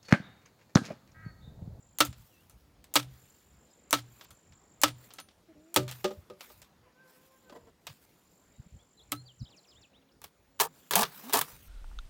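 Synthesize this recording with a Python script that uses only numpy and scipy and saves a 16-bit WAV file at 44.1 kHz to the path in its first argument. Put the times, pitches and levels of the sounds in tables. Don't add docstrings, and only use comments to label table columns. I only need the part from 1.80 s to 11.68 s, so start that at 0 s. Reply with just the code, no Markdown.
import sys
import numpy as np
from scipy import signal
from scipy.fft import rfft, irfft, next_fast_len
from scipy.io import wavfile
from scipy.ndimage import uniform_filter1d, map_coordinates

SR = 44100
rng = np.random.default_rng(int(sys.argv[2]) if len(sys.argv) > 2 else 0)


def inscribe(sig):
    pcm = np.round(np.clip(np.atleast_2d(sig).T, -1, 1) * 32767)
    wavfile.write(sys.argv[1], SR, pcm.astype(np.int16))


N = 435708
TIME = np.arange(N) / SR
AFTER = np.arange(SR // 2) / SR

# f/Hz, density/dB
WIND_COLOUR = [(15, -33), (30, -15.5), (60, -1), (130, -8), (250, -19.5), (500, -70.5)]
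VALLEY_COLOUR = [(80, -37.5), (150, 2), (500, -3.5), (1400, -11.5), (6000, -22.5), (9000, -48)]
CRACK_COLOUR = [(250, -34.5), (500, -10.5), (1300, -10.5), (1900, -12.5), (3500, -9), (5500, -14.5),
                (8000, -24.5), (12000, -72.5)]
SIZZLE_COLOUR = [(3200, -30.5), (5500, -11), (7500, -3), (10000, -9), (13500, -8), (15300, -8),
                 (16000, -14.5), (16900, -37.5)]
NEAR_SIZZLE_COLOUR = [(3000, -27.5), (7000, -6.5), (11000, -6.5), (15000, -3.5), (15800, -2), (16600, -41)]
LEAF_COLOUR = [(400, -27), (900, 1), (5000, -3.5), (10000, -4.5), (15300, 2), (15800, -3), (16000, -59.5)]
FOLIAGE_COLOUR = [(1500, -18.5), (4000, 0.5), (15800, -4), (16000, -56)]

# f/Hz, level/dB, t60/s
POLE_MODES = [(296, -3, 0.14), (569.7, -2.5, 0.052), (782, -8, 0.05), (910, -6.5, 0.068), (1190, -4, 0.061),
              (1312, -0.5, 0.1)]
BLADE_MODES = [(4300, -3, 0.098), (6200, 0, 0.16), (9500, -5, 0.26), (10720, -3.5, .16), (11800, -5.5, .18),
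               (13360, -12.5, .15)]
COLUMN_MODES = [(124, 0, .45)]
LOOSE_MODES = [(205.2, -7, 0.25), (382.2, -3.5, 0.25), (500, -5, 0.15), (589, -7, 0.32), (820, -3.5, 0.092),
               (1214, -5.5, 0.18)]
UPRIGHT_MODES = [(155.7, -21, 0.43), (422, -9.5, 0.14), (732, -11.5, 0.0896), (963, 0.5, 0.04),
                 (1196, -4, 0.104), (1669, -5, 0.063)]

# t/s, wind/dB, valley/dB
AIR_LEVELS = [(0, -65, -68.5), (4.5, -72.5, -66), (6, -74.5, -68.5), (8.9, -75, -69.5), (9.5, -89, -59),
              (9.88, -54.5, -68.5)]
# peak t/s, level/dB, width/s
WIND_PUFFS = [(0.299, -39, 0.019), (.76, -51.5, 0.025), (4.389, -50, 0.016), (6.106, -49, 0.014),
              (6.799, -42, 0.011), (6.867, -47.5, 0.0078), (6.948, -44.5, 0.022), (7.626, -32.5, 0.012),
              (9.75, -48.5, 0.019)]
# start/s, end/s, level/dB
TRILL_BOUTS = [(.001, 0.331, -63.5), (1.25, 3.27, -64), (3.753, 4.33, -69), (5.394, 5.9, -71),
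               (6.325, 8.086, -66.5), (8.738, 9.1, -67)]
# t/s, level/dB, treble over level/dB, lead of the first touch/s, air column/dB
KNIFE_CHOPS = [(0.2037, -11, -6.5, .0182, -32), (1.1558, -11.5, -4.5, .0168, -29.5),
               (2.1279, -12, -5.5, .0203, -33), (3.0338, -11, -6, .0185, -33),
               (3.961, -12.5, -3, 0.019, -22), (7.3194, -23, 0, .002, -33.5)]
# t/s, crack/dB, treble/dB, steel/dB
KNIFE_TAPS = [(0.2503, -36.5, -31, -79), (0.6964, -56.5, -51.5, -66.5), (2.506, -49, -50, -62.5),
              (3.3368, -48, -43, -63), (3.384, -39.5, -66, -65), (3.3997, -48, -48.5, -52.5)]
# start/s, peak/s, end/s, level/dB
LEAF_SWELLS = [(0.293, 0.389, 1.23, -66.5), (1.236, 1.337, 2.1, -65), (2.176, 2.451, 2.45, -60),
               (3.103, 3.25, 3.4, -61), (4.078, 4.104, 4.57, -56), (4.56, 4.633, 4.98, -57),
               (5.18, 5.314, 6.1, -66), (5.945, 6.082, 7.1, -68), (8.84, 8.952, 22, -66.5),
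               (9.15, 9.37, 10.33, -52.5)]
# t/s, crack/dB, treble/dB
DRY_TICKS = [(0.327, -46.5, -54), (1.0413, -49, -49.5), (2.41, -39, -72), (2.448, -52, -64),
             (2.722, -52.5, -70), (3.305, -44, -71), (3.486, -50.5, -72), (4.079, -36.5, -45),
             (4.0903, -37, -45), (4.1118, -35, -36), (4.607, -41, -51.5), (4.8173, -46, -48.5),
             (6.068, -32, -41)]
# t/s, length/s, edge f/Hz, lowest f/Hz, level/dB
BIRD_DIPS = [(0.478, 0.18, 3480, 2630, -72), (7.985, 0.099, 3300, 2600, -75)]
# t/s, length/s, from f/Hz, to f/Hz, level/dB
BIRD_GLIDES = [(1.902, 0.027, 5040, 5100, -67), (6.731, 0.056, 3750, 3810, -72.5),
               (6.984, 0.04, 3020, 3500, -67), (7.343, 0.081, 3880, 4260, -56),
               (7.589, 0.042, 6750, 3840, -57.5), (7.689, 0.079, 6200, 2330, -62),
               (7.761, 0.042, 7160, 3950, -57.5), (7.83, 0.036, 6570, 2220, -65.5),
               (7.949, 0.048, 2710, 3790, -61), (8.01, 0.055, 6550, 2400, -60),
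               (8.13, 0.061, 2320, 3950, -63.5), (8.209, 0.027, 4130, 2610, -73),
               (8.284, 0.018, 4720, 2830, -69), (8.313, 0.018, 3900, 5510, -68)]
# (t/s, f/Hz)
BIRD_WARBLES = [(-59, (7.17, 3900), (7.187, 4150), (7.203, 3200), (7.235, 4500)), (-56, (7.452, 4500),
                (7.472, 4700), (7.49, 3300), (7.525, 2800)), (-58, (7.618, 4800), (7.643, 5200),
                (7.661, 2900), (7.68, 4000), (7.70, 2500)), (-60, (7.868, 6300), (7.888, 4800),
                (7.903, 5300), (7.92, 3400), (7.942, 2600))]
# start/s, end/s, wingbeat from f/Hz, to f/Hz, level/dB
FLY_PASSES = [(0.805, 1.132, 290.5, 299, -77.5), (3.681, 3.732, 334, 310, -59.5),
              (3.749, 3.968, 292, 351, -63), (8.008, 8.425, 265.7, 269, -75.5),
              (8.683, 9.097, 274.4, 253, -72.5)]
# t/s, crack/dB, wall/dB, favoured f/Hz, share of full ring time
HOLLOW_KNOCKS = [(3.963, -52, -19, 413, 0.9), (4.2431, -24.5, -15.5, 386, 0.66),
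                 (4.3065, -46.5, -29, 296, 0.61), (4.4992, -50, -36.5, 500, 0.76),
                 (4.701, -51, -45, 695, 0.39), (5.696, -49.5, -44, 652, 0.5)]
# start/s, end/s, level/dB
POLE_DRAG = (5.68, 5.905, -56)
# t/s, f/Hz, level/dB, third partial over the first/dB
CROW_CONTOUR = [(5.02, 490, -72, -16), (5.07, 500, -67, -19), (5.12, 505, -76, -6), (5.21, 512, -72, 7),
                (5.29, 515, -74, -4), (5.55, 530, -72, -12), (5.7, 510, -72, -1), (5.9, 445, -70, -18)]
# t/s, crack/dB, treble/dB
UPRIGHT_SNAPS = [(8.4165, -48.5, -47.5), (8.4401, -41, -39), (8.7924, -38.5, -45.5), (8.799, -22, -24.5),
                 (9.109, -23.5, -22), (9.1154, -28.5, -30), (9.1235, -35.5, -29.5), (9.1341, -21, -26),
                 (9.1545, -22, -19), (9.189, -26.5, -30.5), (9.2307, -21.5, -26), (9.4952, -37, -42),
                 (9.5262, -29.5, -30.5), (9.5329, -24.5, -19.5), (9.5387, -20.5, -21), (9.556, -24, -27),
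                 (9.571, -28, -26), (9.59, -27.5, -20.5), (9.612, -26.5, -22)]
# start/s, end/s, start level/dB, end level/dB, groan f/Hz, groan/dB
UPRIGHT_TEARS = [(8.801, 8.875, -22, -50, 420, -39.5), (9.155, 9.233, -28, -30, 207, -31.5),
                 (9.535, 9.59, -27, -32.5, 262, -40.5), (9.43, 9.52, -60, -51.5, 250, -43.5)]

CHIRPS_PER_S = 48.7
TOUCH_DB, TOUCH_TREBLE_DB, TOUCH_WALL_DB, TOUCH_STEEL_DB = -24.5, -15.5, -43, -34
CHOP_WALL_DB, CHOP_STEEL_DB = -6, -39.5
TAP_WALL_DB, SPLIT_WALL_DB = -9.5, -5.5
FLY_SECOND_DB, ROOSTER_SECOND_DB = -8.5, -6
LANDS_S, LANDED_T60 = 4.078, 0.086
CLOSE_FROM_S = 5.92
LOW_CUT_HZ, TOP_HZ = 30, 16900


def amp(db):
    return 10 ** (np.asarray(db) / 20)


def unit(x):
    return x / np.sqrt(np.mean(x ** 2) + 1e-20)


def ramp(seconds):
    return np.linspace(0, 1, round(seconds * SR))


def curves(rows):
    times, *columns = np.transpose(rows)
    return [np.interp(TIME, times, column) for column in columns]


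def wobble(rate):
    return map_coordinates(rng.standard_normal(int(N * rate / SR) + 4), [TIME * rate])


def noise(colour, size, patchy_db=0):
    cells = signal.stft(rng.standard_normal(size + 1024), nperseg=512)[2]
    patches = uniform_filter1d(uniform_filter1d(rng.standard_normal(cells.shape), 6, 0), 10, 1)
    patchy = signal.istft(cells * amp(patchy_db * unit(patches)), nperseg=512)[1][:size]
    knots_hz, db = np.transpose(colour)
    padded = next_fast_len(size)
    hz = np.fft.rfftfreq(padded, 1 / SR)
    eq = amp(np.interp(np.log(hz + 1), np.log(knots_hz + 1), db))
    return unit(irfft(rfft(patchy, padded) * eq, padded)[:size])


def add(track, s, sound):
    part = track[max(round(s * SR), 0):][:len(sound)]
    part += sound[:len(part)]


def air():
    wind_db, valley_db = curves(AIR_LEVELS)
    wind = amp(wind_db + 5 * wobble(13) + 1.3 * wobble(10)) * noise(WIND_COLOUR, N)
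    valley = amp(valley_db + 0.87 * wobble(4.9)) * noise(VALLEY_COLOUR, N, patchy_db=2)
    t = np.arange(-SR // 10, SR // 10) / SR
    for s, db, width in WIND_PUFFS:
        push = np.sin(8.8 * t / width) + 0.82 * noise(WIND_COLOUR, len(t))
        add(wind, s + t[0], amp(db) * np.exp(-(t / width) ** 2) * push)
    return wind + valley


def insect():
    out, u = np.zeros(N), ramp(0.016)
    for start, end, db in TRILL_BOUTS:
        for s in np.arange(start, end, 1 / CHIRPS_PER_S):
            swell = min(1, 0.3 + (s - start) / 0.29) if start > .1 else 1
            sweep_hz = 7200 + 600 * swell - (500 + 700 * swell) * u ** 1.2
            phase = 2 * np.pi * (np.cumsum(sweep_hz) / SR + rng.random())
            add(out, s, swell * amp(db + rng.normal(0, 2.3)) * np.sin(np.pi * u) * np.sin(phase))
    neighbours = amp(-89 + 2.5 * wobble(3)) * noise([(6200, -50), (6900, 0), (7600, -50)], N)
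    return out + neighbours


def trees(x, t60, wet_db):
    tail = rng.standard_normal(len(AFTER)) * amp(-60 * AFTER / t60)
    return x + amp(wet_db) * signal.fftconvolve(x, tail / np.linalg.norm(tail))[:N]


def ring(modes, cycles, rough):
    out = 0
    for hz, db, t60 in modes:
        drift = rough * np.cumsum(rng.standard_normal(len(AFTER))) * np.sqrt(hz / SR)
        phase = 2 * np.pi * hz * rng.normal(1, 0.012 * rough) * AFTER + drift
        attack = 1 - np.exp(-AFTER * hz / cycles)
        decay = amp(rng.normal(db, 2.5) - 60 * AFTER / t60)
        out = out + attack * decay * np.sin(phase)
    return out


def splinters(size, per_s, life_s):
    snaps = (rng.random(size) < per_s / SR) * rng.uniform(0, 1.5, size=size)
    return 0.66 + 0.98 * signal.lfilter([1], [1, -np.exp(-1 / (life_s * SR))], snaps)


def crack(db, treble_db, t60, sizzle=SIZZLE_COLOUR):
    bite = np.clip(AFTER / 0.0011, 0, 1) ** 2
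    spike = amp(6.5 - 60 * AFTER / 0.0044)
    fray = splinters(len(AFTER), per_s=90, life_s=0.0058)
    fall_db = -60 * AFTER / t60
    scatter = amp(-46.5 - 60 * AFTER / 0.98)
    body_shape = spike + fray * (amp(fall_db) + amp(-5 + fall_db / 3.2)) + scatter
    top_shape = 2.6 * spike + fray * (amp(fall_db / 0.73) + amp(-13.5 + fall_db / 3.8))
    body = amp(db - 6) * body_shape * noise(CRACK_COLOUR, len(AFTER))
    top = amp(treble_db - 3) * top_shape * noise(sizzle, len(AFTER))
    return bite * (body + top)


def contact(db, treble_db, wall_db, steel_db, close=False):
    wall = amp(wall_db) * ring(POLE_MODES, cycles=2.5, rough=0.33)
    t60, sizzle = (0.026, NEAR_SIZZLE_COLOUR) if close else (0.04, SIZZLE_COLOUR)
    snap = crack(db, treble_db, t60, sizzle)
    steel = amp(steel_db) * ring(BLADE_MODES, cycles=6, rough=0.015)
    return snap + wall + steel


def knife():
    out = np.zeros(N)
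    for s, db, treble_db, lead, column_db in KNIFE_CHOPS:
        touch = contact(db + TOUCH_DB, db + TOUCH_TREBLE_DB, db + TOUCH_WALL_DB, db + TOUCH_STEEL_DB)
        boom = amp(column_db) * ring(COLUMN_MODES, cycles=6, rough=0.4)
        bite = contact(db, db + treble_db, db + CHOP_WALL_DB, db + CHOP_STEEL_DB, s > CLOSE_FROM_S)
        add(out, s - lead, touch)
        add(out, s, bite + boom)
    for s, db, treble_db, steel_db in KNIFE_TAPS:
        add(out, s, contact(db, treble_db, db + TAP_WALL_DB, steel_db))
    return out


def leaves():
    swells = sum(amp(db) * np.interp(TIME, times, [0, 1, 0]) ** 2 for *times, db in LEAF_SWELLS)
    grain = amp(1.5 * wobble(38) + 1.76 * wobble(230))
    near = swells * grain * noise(LEAF_COLOUR, N, patchy_db=3)
    far = amp(-79 + 1.7 * wobble(6.9) + 0.55 * wobble(2.9)) * noise(FOLIAGE_COLOUR, N, patchy_db=2.3)
    return near + far


def ticks():
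    out = np.zeros(N)
    for s, db, treble_db in DRY_TICKS:
        add(out, s, crack(db, treble_db, t60=0.042))
    return out


def songbird():
    out, notes = np.zeros(N), []
    for s, length, from_hz, to_hz, db in BIRD_GLIDES:
        notes.append((s, db, to_hz + (from_hz - to_hz) * (1 - ramp(length)) ** 1.9))
    for s, length, edge_hz, low_hz, db in BIRD_DIPS:
        notes.append((s, db, low_hz + (edge_hz - low_hz) * (2 * ramp(length) - 1) ** 2))
    for db, *turns in BIRD_WARBLES:
        times, hz = np.transpose(turns)
        zigzag = np.interp(np.arange(times[0], times[-1], 1 / SR), times, hz)
        notes.append((times[0], db, uniform_filter1d(zigzag, size=300, mode="nearest")))
    for s, db, pitch in notes:
        phase = 2 * np.pi * np.cumsum(pitch) / SR
        add(out, s, amp(db) * np.hanning(len(pitch)) ** 0.31 * np.sin(phase))
    return out


def drone(rows, waver, flutter_db):
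    hz, *levels = curves(rows)
    phase = 2 * np.pi * np.cumsum(hz * (1 + waver * wobble(40))) / SR
    gate = np.clip(np.minimum(TIME - rows[0][0], rows[-1][0] - TIME) / 0.011, 0, 1)
    tone = sum(amp(db + flutter_db * wobble(25)) * np.sin(k * phase) for k, db in enumerate(levels, 1))
    return gate * np.sqrt(2) * tone


def fly():
    out = np.zeros(N)
    for start, end, from_hz, to_hz, db in FLY_PASSES:
        levels = (db, db + FLY_SECOND_DB)
        out += drone([(start, from_hz, *levels), (end, to_hz, *levels)], waver=0.0059, flutter_db=2.5)
    return out


def knocks():
    out = np.zeros(N)
    for s, db, wall_db, centre_hz, share in HOLLOW_KNOCKS:
        modes = [(hz, level - 7 * abs(np.log2(hz / centre_hz)), t60 * share)
                 for hz, level, t60 in LOOSE_MODES]
        hollow = ring(modes, cycles=1.3, rough=0.3)
        if s < LANDS_S:
            hollow *= amp(-60 * np.clip(s + AFTER - LANDS_S, 0, 1) / LANDED_T60)
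        add(out, s, crack(db, db - 12, t60=0.043) + amp(wall_db) * hollow)
    return out


def rooster():
    crow = [(s, hz, db, db + ROOSTER_SECOND_DB, db + third_db) for s, hz, db, third_db in CROW_CONTOUR]
    return drone(crow, waver=0.009, flutter_db=4.5)


def drag():
    out = np.zeros(N)
    start, end, db = POLE_DRAG
    size = round((end - start) * SR)
    rub = rng.standard_normal(size) * splinters(size, per_s=25, life_s=0.015) ** 2
    hollow = ring([(hz, level, 0.04) for hz, level, _ in LOOSE_MODES[1:5]], cycles=0.55, rough=1)
    add(out, start, amp(db) * unit(signal.fftconvolve(rub, hollow)[:size]))
    return out


def upright_pole():
    out, fibres = np.zeros(N), np.zeros(N)
    for s, db, treble_db in UPRIGHT_SNAPS:
        snap = crack(db, treble_db, t60=0.036, sizzle=NEAR_SIZZLE_COLOUR)
        add(out, s, snap + amp(db + SPLIT_WALL_DB) * ring(UPRIGHT_MODES, cycles=1.5, rough=0.79))
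    for start, end, start_db, end_db, hz, groan_db in UPRIGHT_TEARS:
        u = ramp(end - start)
        level = amp(start_db + (end_db - start_db) * u) * np.sqrt(1 - u ** 8)
        crackle = rng.standard_normal(len(u)) * splinters(len(u), per_s=370, life_s=0.0015)
        add(fibres, start, level * crackle)
        groan = np.sin(2 * np.pi * np.cumsum(hz * (0.778 + 0.415 * u)) / SR)
        add(out, start, amp(groan_db + 3 * wobble(57)[:len(u)]) * np.sin(np.pi * u) * groan)
    fibres -= uniform_filter1d(fibres, size=80)
    damped = [(hz, db, 0.5 * t60) for hz, db, t60 in UPRIGHT_MODES]
    wall = ring(damped, cycles=0.9, rough=0.483)
    return out + fibres + amp(-1) * signal.fftconvolve(fibres, wall / np.linalg.norm(wall))[:N]


def scene():
    bamboo = knife() + upright_pole() + knocks() + drag() + ticks() + leaves()
    animals = fly() + rooster() + trees(insect(), t60=0.11, wet_db=-9.5)
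    animals += trees(songbird(), t60=0.25, wet_db=-10)
    return (bamboo + animals + air())[None]


def record(dry):
    padded = next_fast_len(N + SR // 2)
    hz = np.fft.rfftfreq(padded, 1 / SR)
    low_cut = 1j * hz / (LOW_CUT_HZ + 1j * hz)
    return irfft(rfft(dry, padded) * low_cut * (hz < TOP_HZ), padded)[..., :N]


dry = scene()
out = record(dry)
inscribe(out)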